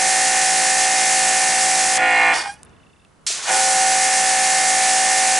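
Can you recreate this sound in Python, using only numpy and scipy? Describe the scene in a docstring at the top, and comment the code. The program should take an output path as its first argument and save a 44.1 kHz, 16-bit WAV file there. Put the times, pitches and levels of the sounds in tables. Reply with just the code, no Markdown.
"""A pressure washer's electric motor whines and rattles while its nozzle hisses over a driveway.
The trigger is released: the pump strains against the shut valve, cuts out, vents and squeals to a halt.
Insects chirp in the pause. The trigger is pulled: stored pressure spurts out, then the motor restarts.
The whine is a sum of sine waves at multiples of the shaft speed; hiss, rattle and groan are filtered noise;
the squeal is a climbing tone with overtones; chirps and clicks are short tones, some with a little noise."""
import sys
import numpy as np
from scipy.fft import rfft, irfft, next_fast_len
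from scipy.io import wavfile
from scipy.ndimage import uniform_filter1d, map_coordinates

SR = 44100
rng = np.random.default_rng(int(sys.argv[2]) if len(sys.argv) > 2 else 0)


def pcm_store(signal):
    """Save signal as 16-bit PCM."""
    levels = np.round(np.clip(np.atleast_2d(signal), -1, 1) * 32767)
    wavfile.write(sys.argv[1], SR, levels.astype(np.int16).T)


N = 238051
T = np.arange(N) / SR  # the time of every sample (s)

# In the spectrum tables below, levels are per Hz and only their balance matters.
# Far traffic over time: time_s, level_db
TRAFFIC_LEVEL = [(2.6, -51.5), (2.85, -51), (2.95, -54.5), (3.25, -55)]
# Tone colour of the far traffic: pitch_hz, level_db
TRAFFIC_SPECTRUM = [(35, -14), (70, -0.5), (118, -5), (160, -1.5), (220, -5.5), (518, -12.5), (800, -13.5),
                    (1100, -12.5), (1800, -19), (2580, -24.5), (5000, -36.5), (12000, -60.5)]
# How alike left and right are in most of the noises: pitch_hz, likeness (1 = identical)
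LIKENESS = [(60, 0.54), (170, 0.86), (480, 0.72), (1350, 0.84), (3820, 0.93), (10800, 0.92)]
# A late chirp, then a click ringing near 2700 Hz: start_s, low_note_change_db
LATE_SOUNDS = [(3.018, 0), (3.049, 5)]
# Short ticks: start_s, level_db, pitch_hz
TICKS = [(2.5405, -28, 10000), (2.5935, -45, 6300), (2.6322, -26, 9100), (2.633, -28, 7920),
         (2.6502, -33, 10120), (2.6575, -39, 9200), (2.695, -46, 6000), (3.0495, -40, 3300),
         (3.266, -10, 7000)]
# The pressure switch snapping: start_s, level_db
SWITCH_SNAPS = [(3.301, -27.5)]
# The switch's box ringing: pitch_hz, level_db, time_to_fall_60_db_s
SWITCH_RINGS = [(420, -4, 0.043), (660, 0.5, 0.037)]
# Tone colour of the venting: pitch_hz, level_db
VENT_SPECTRUM = [(2500, -21), (3500, -9.5), (4000, -12), (4400, -4), (4800, -1), (5100, -9), (5450, -5),
                 (6100, -8.5), (6900, -11), (8200, -10), (9500, -8.5), (11200, -20.5)]
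# Narrow bands in the venting: pitch_hz, width_hz, level_db
VENT_BANDS = [(4800, 120, -1), (5400, 110, -1)]
# Resonances of the pump housing: pitch_hz, width_hz, level_db
HOUSING_MODES = [(819, 86, 2.5), (1280, 18, -3.5), (1462, 44, -3.5), (1850, 96, -1), (2157, 40, -2.5),
                 (2440, 36, -0.5), (2890, 30, -7), (3470, 200, -13.5)]
# The squeal's basic tone, then its overtones in order: level_db
SQUEAL_OVERTONES = [0, -5, -10, -18, -26, -25, -20, -28, -28, -26, -22, -24, -27]
# Tone colour of the nozzle's fan of spray: pitch_hz, level_db
SPRAY_SPECTRUM = [(1650, -43.5), (2800, -11), (2930, -10.5), (3790, -7), (6130, -0.5), (7800, 0),
                  (9870, -3), (11000, -7.5), (14300, -39), (22000, -120)]
# Stored pressure leaving the lance: time_s, level_db
SPURT_LEVEL = [(3.266, -19), (3.275, -20.5), (3.33, -22.5), (3.38, -29), (3.42, -31), (3.46, -27.5),
               (3.5, -21.5)]
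# Tone colour of that spurt: pitch_hz, level_db
SPURT_SPECTRUM = [(150, -34), (500, -26), (800, -17), (1460, -13), (2250, -6.5), (4000, -2), (6540, 1),
                  (9910, -6), (11200, -12)]
# Mains water following the spurt: time_s, level_db
SURGE_LEVEL = [(3.27, -54.5), (3.33, -38.5), (3.4, -33.5), (3.48, -36)]
# The whine while spraying freely: shaft_multiple, level_db
FREE_WHINE = [(1, -37), (2, -39), (3, -27), (4, -29), (5, -26), (6, -23), (7, -26), (8, -30), (9, -14),
              (10, -27), (11, -20), (12, -16), (13, 0), (14, -11), (15, -22), (16, -25), (17, -24),
              (18, -23), (19, -25), (20, -22), (21, -25), (22, -23), (23, -30), (24, -23), (25, -18),
              (26, -15), (27, -24), (28, -20), (29, -15), (30, -12), (31, -8), (32, -11), (33, -18),
              (34, -14), (35, -21), (36, -11), (37, -18), (38, -16), (39, -24), (40, -17), (41, -17),
              (42, -15), (43, -20), (44, -18), (45, -25), (46, -20), (47, -16), (48, -22), (49, -24),
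              (50, -24)]
# The whine against the shut valve: shaft_multiple, level_db
STRAINED_WHINE = [(1, -38.5), (2, -39.5), (3, -31.5), (4, -36), (5, -20), (6, -23.5), (7, -28), (8, -37),
                  (9, -13), (10, -31), (11, -39), (12, -10.5), (13, -5.5), (14, -2.5), (15, -7),
                  (16, -10.5), (17, -11), (18, -13), (19, -11), (20, -19.5), (21, -10), (22, -28),
                  (23, -15), (24, -36), (25, -16), (26, -8), (27, -35), (28, -26), (29, -15), (30, -13),
                  (31, -5), (32, -1), (33, -9.5), (34, -6), (35, -17), (36, -13), (37, -10), (38, 0),
                  (39, -18), (40, -9), (41, -13), (42, -17), (43, -3.5), (44, -17), (45, -26), (46, -21),
                  (47, -10), (48, -24), (49, -7.5), (50, -15)]
# Multiples that jump as the valve shuts: shaft_multiple, change_db
SHUTTING_CHANGE = {5: 5, 6: 4, 9: 4, 12: 10.4, 13: 1.8, 14: 6.3, 18: 7.5, 25: 17, 30: 4, 31: -11, 32: 10,
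                   34: 10.6, 37: 5, 38: 6, 39: 15, 40: 9.7, 43: 13, 49: 11}
# Multiples that differ while the restarted pump runs light: shaft_multiple, change_db
LIGHT_CHANGE = {3: -8, 4: -6, 5: -7, 7: -1, 8: -8, 9: 7.1, 12: -8, 13: 1.7, 15: 8.6, 25: 14, 26: -10}
# Lasting change after the restart: shaft_multiple, change_db
RESTART_CHANGE = {6: -3, 12: -1, 13: 1.5, 26: -1, 30: 3, 32: -2.5, 33: -6, 34: -1.5, 35: -4, 43: -4}
# Strong groups in the whine, the low one wavering and the high one pulsing: centre_multiple, phase_bend_rad
STRONG_GROUPS = [(14.5, np.pi), (31.5, .5)]
# Tone colour of the rattling casing: pitch_hz, level_db
CASING_SPECTRUM = [(40, -50), (150, -12.5), (400, -10.5), (780, -1), (1150, -5.5), (1350, -4.5),
                   (1900, 0.5), (2700, -3.5), (3500, -6), (3650, -30), (3900, -14), (8000, -18),
                   (9000, -17.5), (12000, -26)]
# Valve parts ringing: pitch_hz, width_hz, level_db
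VALVE_MODES = [(3390, 160, -1.5), (4050, 19, 4.5), (4160, 100, -5), (4800, 39, 0), (5530, 64, -6),
               (6300, 230, -8), (7250, 41, 0.5), (7720, 78, -5), (8230, 270, -9), (9200, 230, -13)]

TOP_HZ = 11010  # the band limit
RELEASE_S, CUT_S, START_S = 1.972, 2.338, 3.49  # trigger released, motor cut, motor running again
# An even train of insect chirps
CHIRP_S, CHIRP_GAP_S, CHIRP_COUNT = 2.6325, .0333, 12
LOW_NOTE_DB, HIGH_NOTE_DB, NOTE_SCATTER_DB = -55.5, -57, 1.8
# Hiss after the cut
VENT_RISE_S, VENT_DB, VENT_HOLD_S, VENT_FALL_DB_PER_S = .016, -23.5, 0.041, 201
WHISTLE_DB, SQUEAL_HISS_DB = -9, -23  # narrow bands against the hiss; hiss against the squeal
# Groan after the cut, dropping as the pump halts and swelling just before
GROAN_DB, GROAN_FALL_DB_PER_S = -17, 100
HALT_S, HALT_DROP_DB = 2.482, -9.5  # a quick drop, with a slower one beside it
JUDDER_S, JUDDER_WIDTH_S, JUDDER_DB = 2.457, .012, 2
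# Groan at the restart
CATCH_DB, CATCH_RISE_DB_PER_S, CATCH_FALL_DB_PER_S, CATCH_LENGTH_S = -22, 520, 40, .12
# The squeal: it climbs ever faster while it thins out
SQUEAL_HZ, SQUEAL_CLIMB_HZ_PER_S2 = 800, 3300
SQUEAL_RISE_S, SQUEAL_HOLD_S, SQUEAL_END_S = .014, 0.025, 2.625
SQUEAL_TOP_DB, SQUEAL_THIN_DB = -27.5, -60
SQUEAL_FALL_DB_PER_S = 480  # on average
SQUEAL_TILT_DB = 4  # base treble lift per octave, scaled as the squeal thins
# The spray
JET_DB, JET_STOP_S, JET_RISE_DB_PER_S, JET_FULL_S = -19, 0.013, 340, 3.52
# Motor speed
RUN_RPM, CREEP_RPM_PER_S = 3497.5, .9  # free speed at the beginning and its slow creep
SAG_RPM, SAG_S = 280, .5  # speed lost against the shut valve, and its time constant
OVER_RPM, SETTLE_S = 38, .33  # overshoot at the restart, and its settling
LAG_RPM, CATCH_S = 72, .03  # lag at the restart, and its catching up
# Motor level
TONE_DB, SHUT_TONE_DB, LAG_TONE_DB = -20.5, 1.5, -8  # whine; change as the valve shuts and while lagging
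EASE_DB, EASE_S = -3, .04  # the whine eases off just before the cut
RATTLE_DB, STRAIN_RATTLE_DB = -29, 2.5  # rattle; its rise under strain
JOLT_DB, JOLT_S = 4.5, 0.072  # rattle jolts at release and restart
BUILD_S, THROB_S = 0.049, 0.18  # the valve shuts, then strain grows
LIGHT_DULL_DB = -5  # upper multiples while the restarted pump runs light
# The valve under strain
TICK_DB, CHATTER_DB = -27, -33
SEAT_S, UNSEATED_DB, VALVE_FADE_DB_PER_S = 2.11, -5.5, 21


def amp(db):
    """Turn decibels into a plain multiplier."""
    return np.exp(np.asarray(db) * np.log(10) / 20)


def unit(x):
    """Scale a sound to an average (rms) strength of 1."""
    return x / np.sqrt(np.mean(x ** 2) + 1e-20)


def along(points, hz):
    """Read a pitch table between its points, on a logarithmic pitch axis."""
    f, value = np.transpose(points)
    return np.interp(np.log(hz + 1), np.log(f + 1), value)


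def between(start_s, end_s):
    """A soft-edged gate: 1 between two times, 0 outside."""
    is_open = (T >= start_s) & (T <= end_s)
    return uniform_filter1d(is_open * 1., size=90, mode="nearest")


def ramp(start_s, length_s):
    """A straight rise from 0 to 1."""
    return np.clip((T - start_s) / length_s, 0, 1)


def fading(start_s, time_s):
    """0 before the start, then 1 dying away exponentially."""
    return (T >= start_s) * np.exp(-np.maximum(T - start_s, 0) / time_s)


def timeline(points):
    """A gate over the table's time span, and its level at every sample."""
    s, level_db = np.transpose(points)
    return between(s[0], s[-1]), np.interp(T, s, level_db)


def wobble(rate):
    """A smooth random curve with rate random points a second."""
    coarse = np.arange(0, N + 16, 16) / SR
    knots = rng.standard_normal(int(N * rate / SR) + 4)
    return np.interp(T, coarse, map_coordinates(knots, [coarse * rate]))


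def filtered(x, response):
    """Reshape the spectrum of x by a response that depends on pitch."""
    m = next_fast_len(N + SR // 2)
    return irfft(rfft(x, m) * response(np.fft.rfftfreq(m, 1 / SR)), m)[..., :N]


def coloured(spectrum):
    """The filter described by a spectrum table."""
    return lambda hz: amp(along(spectrum, hz))


def resonant(modes):
    """The response of parts that ring at their own pitches, with alternating signs."""
    def response(f):
        total = 0
        for n, (centre, width, db) in enumerate(modes):
            drag = 1j * f * width
            total = total + (-1) ** n * amp(db) * drag / (centre * centre - f * f + drag)
        return total
    return response


def rush(gain, alike):
    """Filtered stereo noise of rms 1, its sides as alike as the table says."""
    def mid_and_side(hz):
        angle = np.arccos(np.clip(along(alike, hz), -1, 1)) / 2
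        return gain(hz) * [np.cos(angle), np.sin(angle)]
    mid, side = filtered(rng.standard_normal((2, N)), mid_and_side)
    return unit(np.array([mid + side, mid - side]))


def add(track, s, db, hz, length):
    """Add a short tone under a bell-shaped envelope."""
    t = np.arange(int(length * SR)) / SR
    bell = np.sin(np.pi * t / length) ** 2
    track[round(s * SR):][:len(t)] += amp(db) * bell * np.sin(2 * np.pi * hz * t)


def street():
    """Far traffic is dull noise; light wind on the microphone openings is a low rumble."""
    _, traffic_db = timeline(TRAFFIC_LEVEL)
    traffic = rush(coloured(TRAFFIC_SPECTRUM), [(50, 0.322), (5000, 0.47)])
    wind = rush(resonant([(42, 25, 0)]), [(40, .7)])
    return amp(traffic_db + 1.19 * wobble(12)) * traffic + amp(-68.0 + 2.96 * wobble(3)) * wind


def insects_and_late_click():
    """Chirps, and one late click, are a high note then a low one, over a thin trill that fades."""
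    trill_db = -71.0 - 30 * np.clip(T - 2.95, 0, 1) + 2.5 * wobble(33)
    track = amp(trill_db) * np.sin(2 * np.pi * 2960 * T)
    sounds = [(CHIRP_S + CHIRP_GAP_S * n, 0) for n in range(CHIRP_COUNT)] + LATE_SOUNDS
    scatter = NOTE_SCATTER_DB * rng.standard_normal((len(sounds), 2))
    for (s, db), (low_db, high_db) in zip(sounds, scatter):
        add(track, s - .003, HIGH_NOTE_DB + high_db, 3550, .006)
        add(track, s - .001, LOW_NOTE_DB + db + low_db, 2700, .011)
    return track


def clicks():
    """The switch makes its box ring briefly; ticks are very short tones mixed with bright noise."""
    track = np.zeros(N)
    t = np.arange(2000) / SR
    for s, db in SWITCH_SNAPS:
        ring = sum(amp(db + level - 60 * t / t60) * np.sin(2 * np.pi * hz * t)
                   for hz, level, t60 in SWITCH_RINGS)
        track[round(s * SR):][:len(t)] += ring * (1 - np.exp(-t / 0.0012))
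    for s, db, hz in TICKS:
        crack = np.cos(2 * np.pi * hz * t) + .3 * np.diff(rng.standard_normal(len(t) + 1))
        track[round(s * SR):][:len(t)] += amp(db - 60 * t / 0.0022) * crack
    return track


def shudder():
    """A fast, random unsteadiness in level."""
    return amp(1.6 * wobble(120))


def squeal():
    """A climbing tone and its overtones as the pump halts; gives the level and the sound."""
    onset_s = HALT_S - .02
    pitch_hz = SQUEAL_HZ + SQUEAL_CLIMB_HZ_PER_S2 * np.clip(T - onset_s, 0, .2) ** 2
    turn = 2 * np.pi * np.cumsum(pitch_hz) / SR
    drop_db = SQUEAL_THIN_DB - SQUEAL_TOP_DB
    thinned = ramp(onset_s + SQUEAL_RISE_S + SQUEAL_HOLD_S, -drop_db / SQUEAL_FALL_DB_PER_S)
    gate = ramp(onset_s, SQUEAL_RISE_S) * between(0, SQUEAL_END_S)
    level = gate * amp(SQUEAL_TOP_DB + drop_db * thinned ** 0.72)
    tilt_db = SQUEAL_TILT_DB * np.interp(thinned, [0, .45, .9, 1], [0.12, 1, 1.3, 0.72])
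    tone = np.zeros(N)
    for k, db in enumerate(SQUEAL_OVERTONES, 1):
        overtone_db = db + tilt_db * np.log2(k) + 4.1 * wobble(60)
        tone += amp(overtone_db) * np.sin(k * turn + .16 * k * wobble(90))
    return level, level * tone


def groan():
    """Noise ringing in the pump housing, once as the pump runs down and again as it catches."""
    judder_db = JUDDER_DB * np.exp(-((T - JUDDER_S) / JUDDER_WIDTH_S) ** 2)
    halt_db = HALT_DROP_DB * (ramp(HALT_S - .01, 0.018) + .6 * ramp(HALT_S, .12))
    fall_db = -GROAN_FALL_DB_PER_S * np.maximum(T - CUT_S, 0)
    stopping = between(CUT_S - .004, START_S - .5) * amp(GROAN_DB + halt_db + judder_db + fall_db)
    peak_s = START_S - .01
    catch_db = CATCH_DB - CATCH_RISE_DB_PER_S * np.maximum(peak_s - T, 0)
    catch_db = catch_db - CATCH_FALL_DB_PER_S * np.maximum(T - peak_s, 0)
    catching = between(0, START_S + CATCH_LENGTH_S) * amp(catch_db)
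    housing = resonant(HOUSING_MODES)
    # a little plain noise between the ringing pitches
    walls = lambda f: 0.12 * (f > 300) * (f < 3500) + housing(f)
    return (stopping + catching) * shudder() * rush(walls, LIKENESS)


def rundown():
    """The pump vents with a hiss, groans and squeals to a halt; it groans again as it catches."""
    held = np.maximum(np.maximum(T - CUT_S, 0) - VENT_HOLD_S, 0)
    vent = ramp(CUT_S - VENT_RISE_S / 2, VENT_RISE_S) * amp(VENT_DB - VENT_FALL_DB_PER_S * held)
    squeal_level, squealing = squeal()
    hiss = vent + amp(SQUEAL_HISS_DB) * squeal_level
    whistle = amp(WHISTLE_DB) * rush(resonant(VENT_BANDS), LIKENESS)
    air = rush(coloured(VENT_SPECTRUM), LIKENESS) + whistle
    return hiss * shudder() * air + groan() + squealing


def nozzle():
    """The spray is a thin hiss; before the motor picks up, a spurt comes with a duller rush behind it."""
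    flow = 1 - ramp(RELEASE_S, JET_STOP_S) + amp(-JET_RISE_DB_PER_S * np.maximum(JET_FULL_S - T, 0))
    jet_db = JET_DB + 0.38 * wobble(22) + 0.56 * wobble(250)
    jet = flow * amp(jet_db) * rush(coloured(SPRAY_SPECTRUM), LIKENESS)
    gate, spurt_db = timeline(SPURT_LEVEL)
    spurt = gate * amp(spurt_db + 0.7 * wobble(60)) * rush(coloured(SPURT_SPECTRUM), LIKENESS)
    gate, surge_db = timeline(SURGE_LEVEL)
    surge = gate * amp(surge_db) * rush(resonant([(1310, 2000, 0)]), LIKENESS)
    return jet + spurt + surge


def shaft_angle(first, light, lag):
    """The shaft sags against the shut valve; at the restart it lags briefly and settles from an overshoot."""
    sag = first * (1 - np.exp(-np.maximum(T - RELEASE_S, 0) / SAG_S))
    rpm = RUN_RPM + CREEP_RPM_PER_S * T - SAG_RPM * sag + OVER_RPM * light - LAG_RPM * lag
    return 2 * np.pi * np.cumsum(rpm / 60) / SR


def whine(turn, first, light, pressure, strain):
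    """Rotor and pistons sound at multiples of the shaft speed, their balance set by pressure."""
    multiple, _ = np.transpose(FREE_WHINE)
    # Inside a strong group the starting phases follow a smooth bend; elsewhere they scatter.
    near = np.min([abs(multiple - c) for c, _ in STRONG_GROUPS], axis=0) < 2
    bend = sum(rad * (abs(multiple - c) < 2) for c, rad in STRONG_GROUPS)
    bend = bend + np.where(near, .3, 2.2) * rng.standard_normal(len(multiple))
    start = np.cumsum(np.cumsum(bend))
    throb = .3 * pressure + .7 * strain  # under strain the whine throbs instead
    tone = np.zeros((2, N))
    for k, offset, (_, free_db), (_, strained_db) in zip(multiple, start, FREE_WHINE, STRAINED_WHINE):
        loaded_db = (pressure - strain) * SHUTTING_CHANGE.get(k, 0) + strain * (strained_db - free_db)
        dull_db = LIGHT_DULL_DB * np.clip((k - 26) / 6, 0, 1)
        restart_db = light * LIGHT_CHANGE.get(k, dull_db) + ~first * RESTART_CHANGE.get(k, 0)
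        level = amp(free_db + loaded_db + restart_db + 0.053 * k * wobble(7))
        # each multiple leaves another part of the casing, so left and right differ slightly
        lead, lean_db = rng.normal(0, [.09, .25])[:, None, None] * [[1], [-1]]
        throb_phase = 0.73 * throb * min((k - 13.5) ** 2, 6)
        phase = k * turn + offset - throb_phase + 0.02 * k * wobble(14) + lead
        tone += level * amp(lean_db) * np.sin(phase)
    return tone


def valve(turn, strokes):
    """The valve under strain ticks once a turn, and its parts chatter with the piston strokes."""
    seating_db = UNSEATED_DB * (1 - ramp(SEAT_S - .05, 0.061))
    valve_db = seating_db - VALVE_FADE_DB_PER_S * np.maximum(T - SEAT_S, 0)
    tick = np.exp(8 * (np.cos(turn + 0.96) - 1)) * rush(resonant([(8100, 600, 0)]), LIKENESS)
    chatter = strokes * rush(resonant(VALVE_MODES), LIKENESS)
    sound = amp(TICK_DB + valve_db) * tick + amp(CHATTER_DB + 0.5 * valve_db) * chatter
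    return between(RELEASE_S, CUT_S) * sound


def motor():
    """The turning shaft drives the whine, a casing rattle that pulses with it, and the valve noise."""
    first = T < (CUT_S + START_S) / 2  # true until midway through the pause
    gate = between(0, CUT_S) + between(START_S, N / SR)
    light, lag = fading(START_S, SETTLE_S), fading(START_S, CATCH_S)
    pressure = first * ramp(RELEASE_S, BUILD_S)
    strain = first * ramp(RELEASE_S + BUILD_S, THROB_S)
    turn = shaft_angle(first, light, lag)
    ease_db = EASE_DB * first * ramp(CUT_S - EASE_S, EASE_S)
    tone_db = TONE_DB + SHUT_TONE_DB * pressure + LAG_TONE_DB * lag + ease_db
    jolt_db = JOLT_DB * (fading(RELEASE_S, JOLT_S) + fading(START_S, JOLT_S))
    rattle_db = RATTLE_DB + STRAIN_RATTLE_DB * strain + jolt_db
    tone = whine(turn, first, light, pressure, strain)
    # three pistons
    strokes = 1 + 0.14 * np.sin(turn) + 0.22 * np.sin(3 * turn) + 0.19 * np.sin(6 * turn)
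    rattle = strokes * rush(coloured(CASING_SPECTRUM), LIKENESS)
    return gate * (amp(tone_db) * tone + amp(rattle_db) * rattle) + valve(turn, strokes)


def scene():
    """The machine and small sounds lie to the right; the lance is nearer the middle."""
    surroundings = (street() + insects_and_late_click() + clicks()) * amp([[-.8], [.8]])  # left, right (dB)
    machine = (rundown() + motor()) * amp([[-.9], [.9]])
    return surroundings + nozzle() * amp([[-.35], [.35]]) + machine


def record(dry):
    """The microphones add a faint hiss; sound falls away steeply above the band limit."""
    hiss = amp(-63.0) * rush(lambda hz: hz > 0, [(1000, 0.598)])
    return filtered(dry + hiss, lambda hz: amp(-.48 * np.maximum(hz - TOP_HZ, 0)))


dry = scene()
out = record(dry)
pcm_store(out)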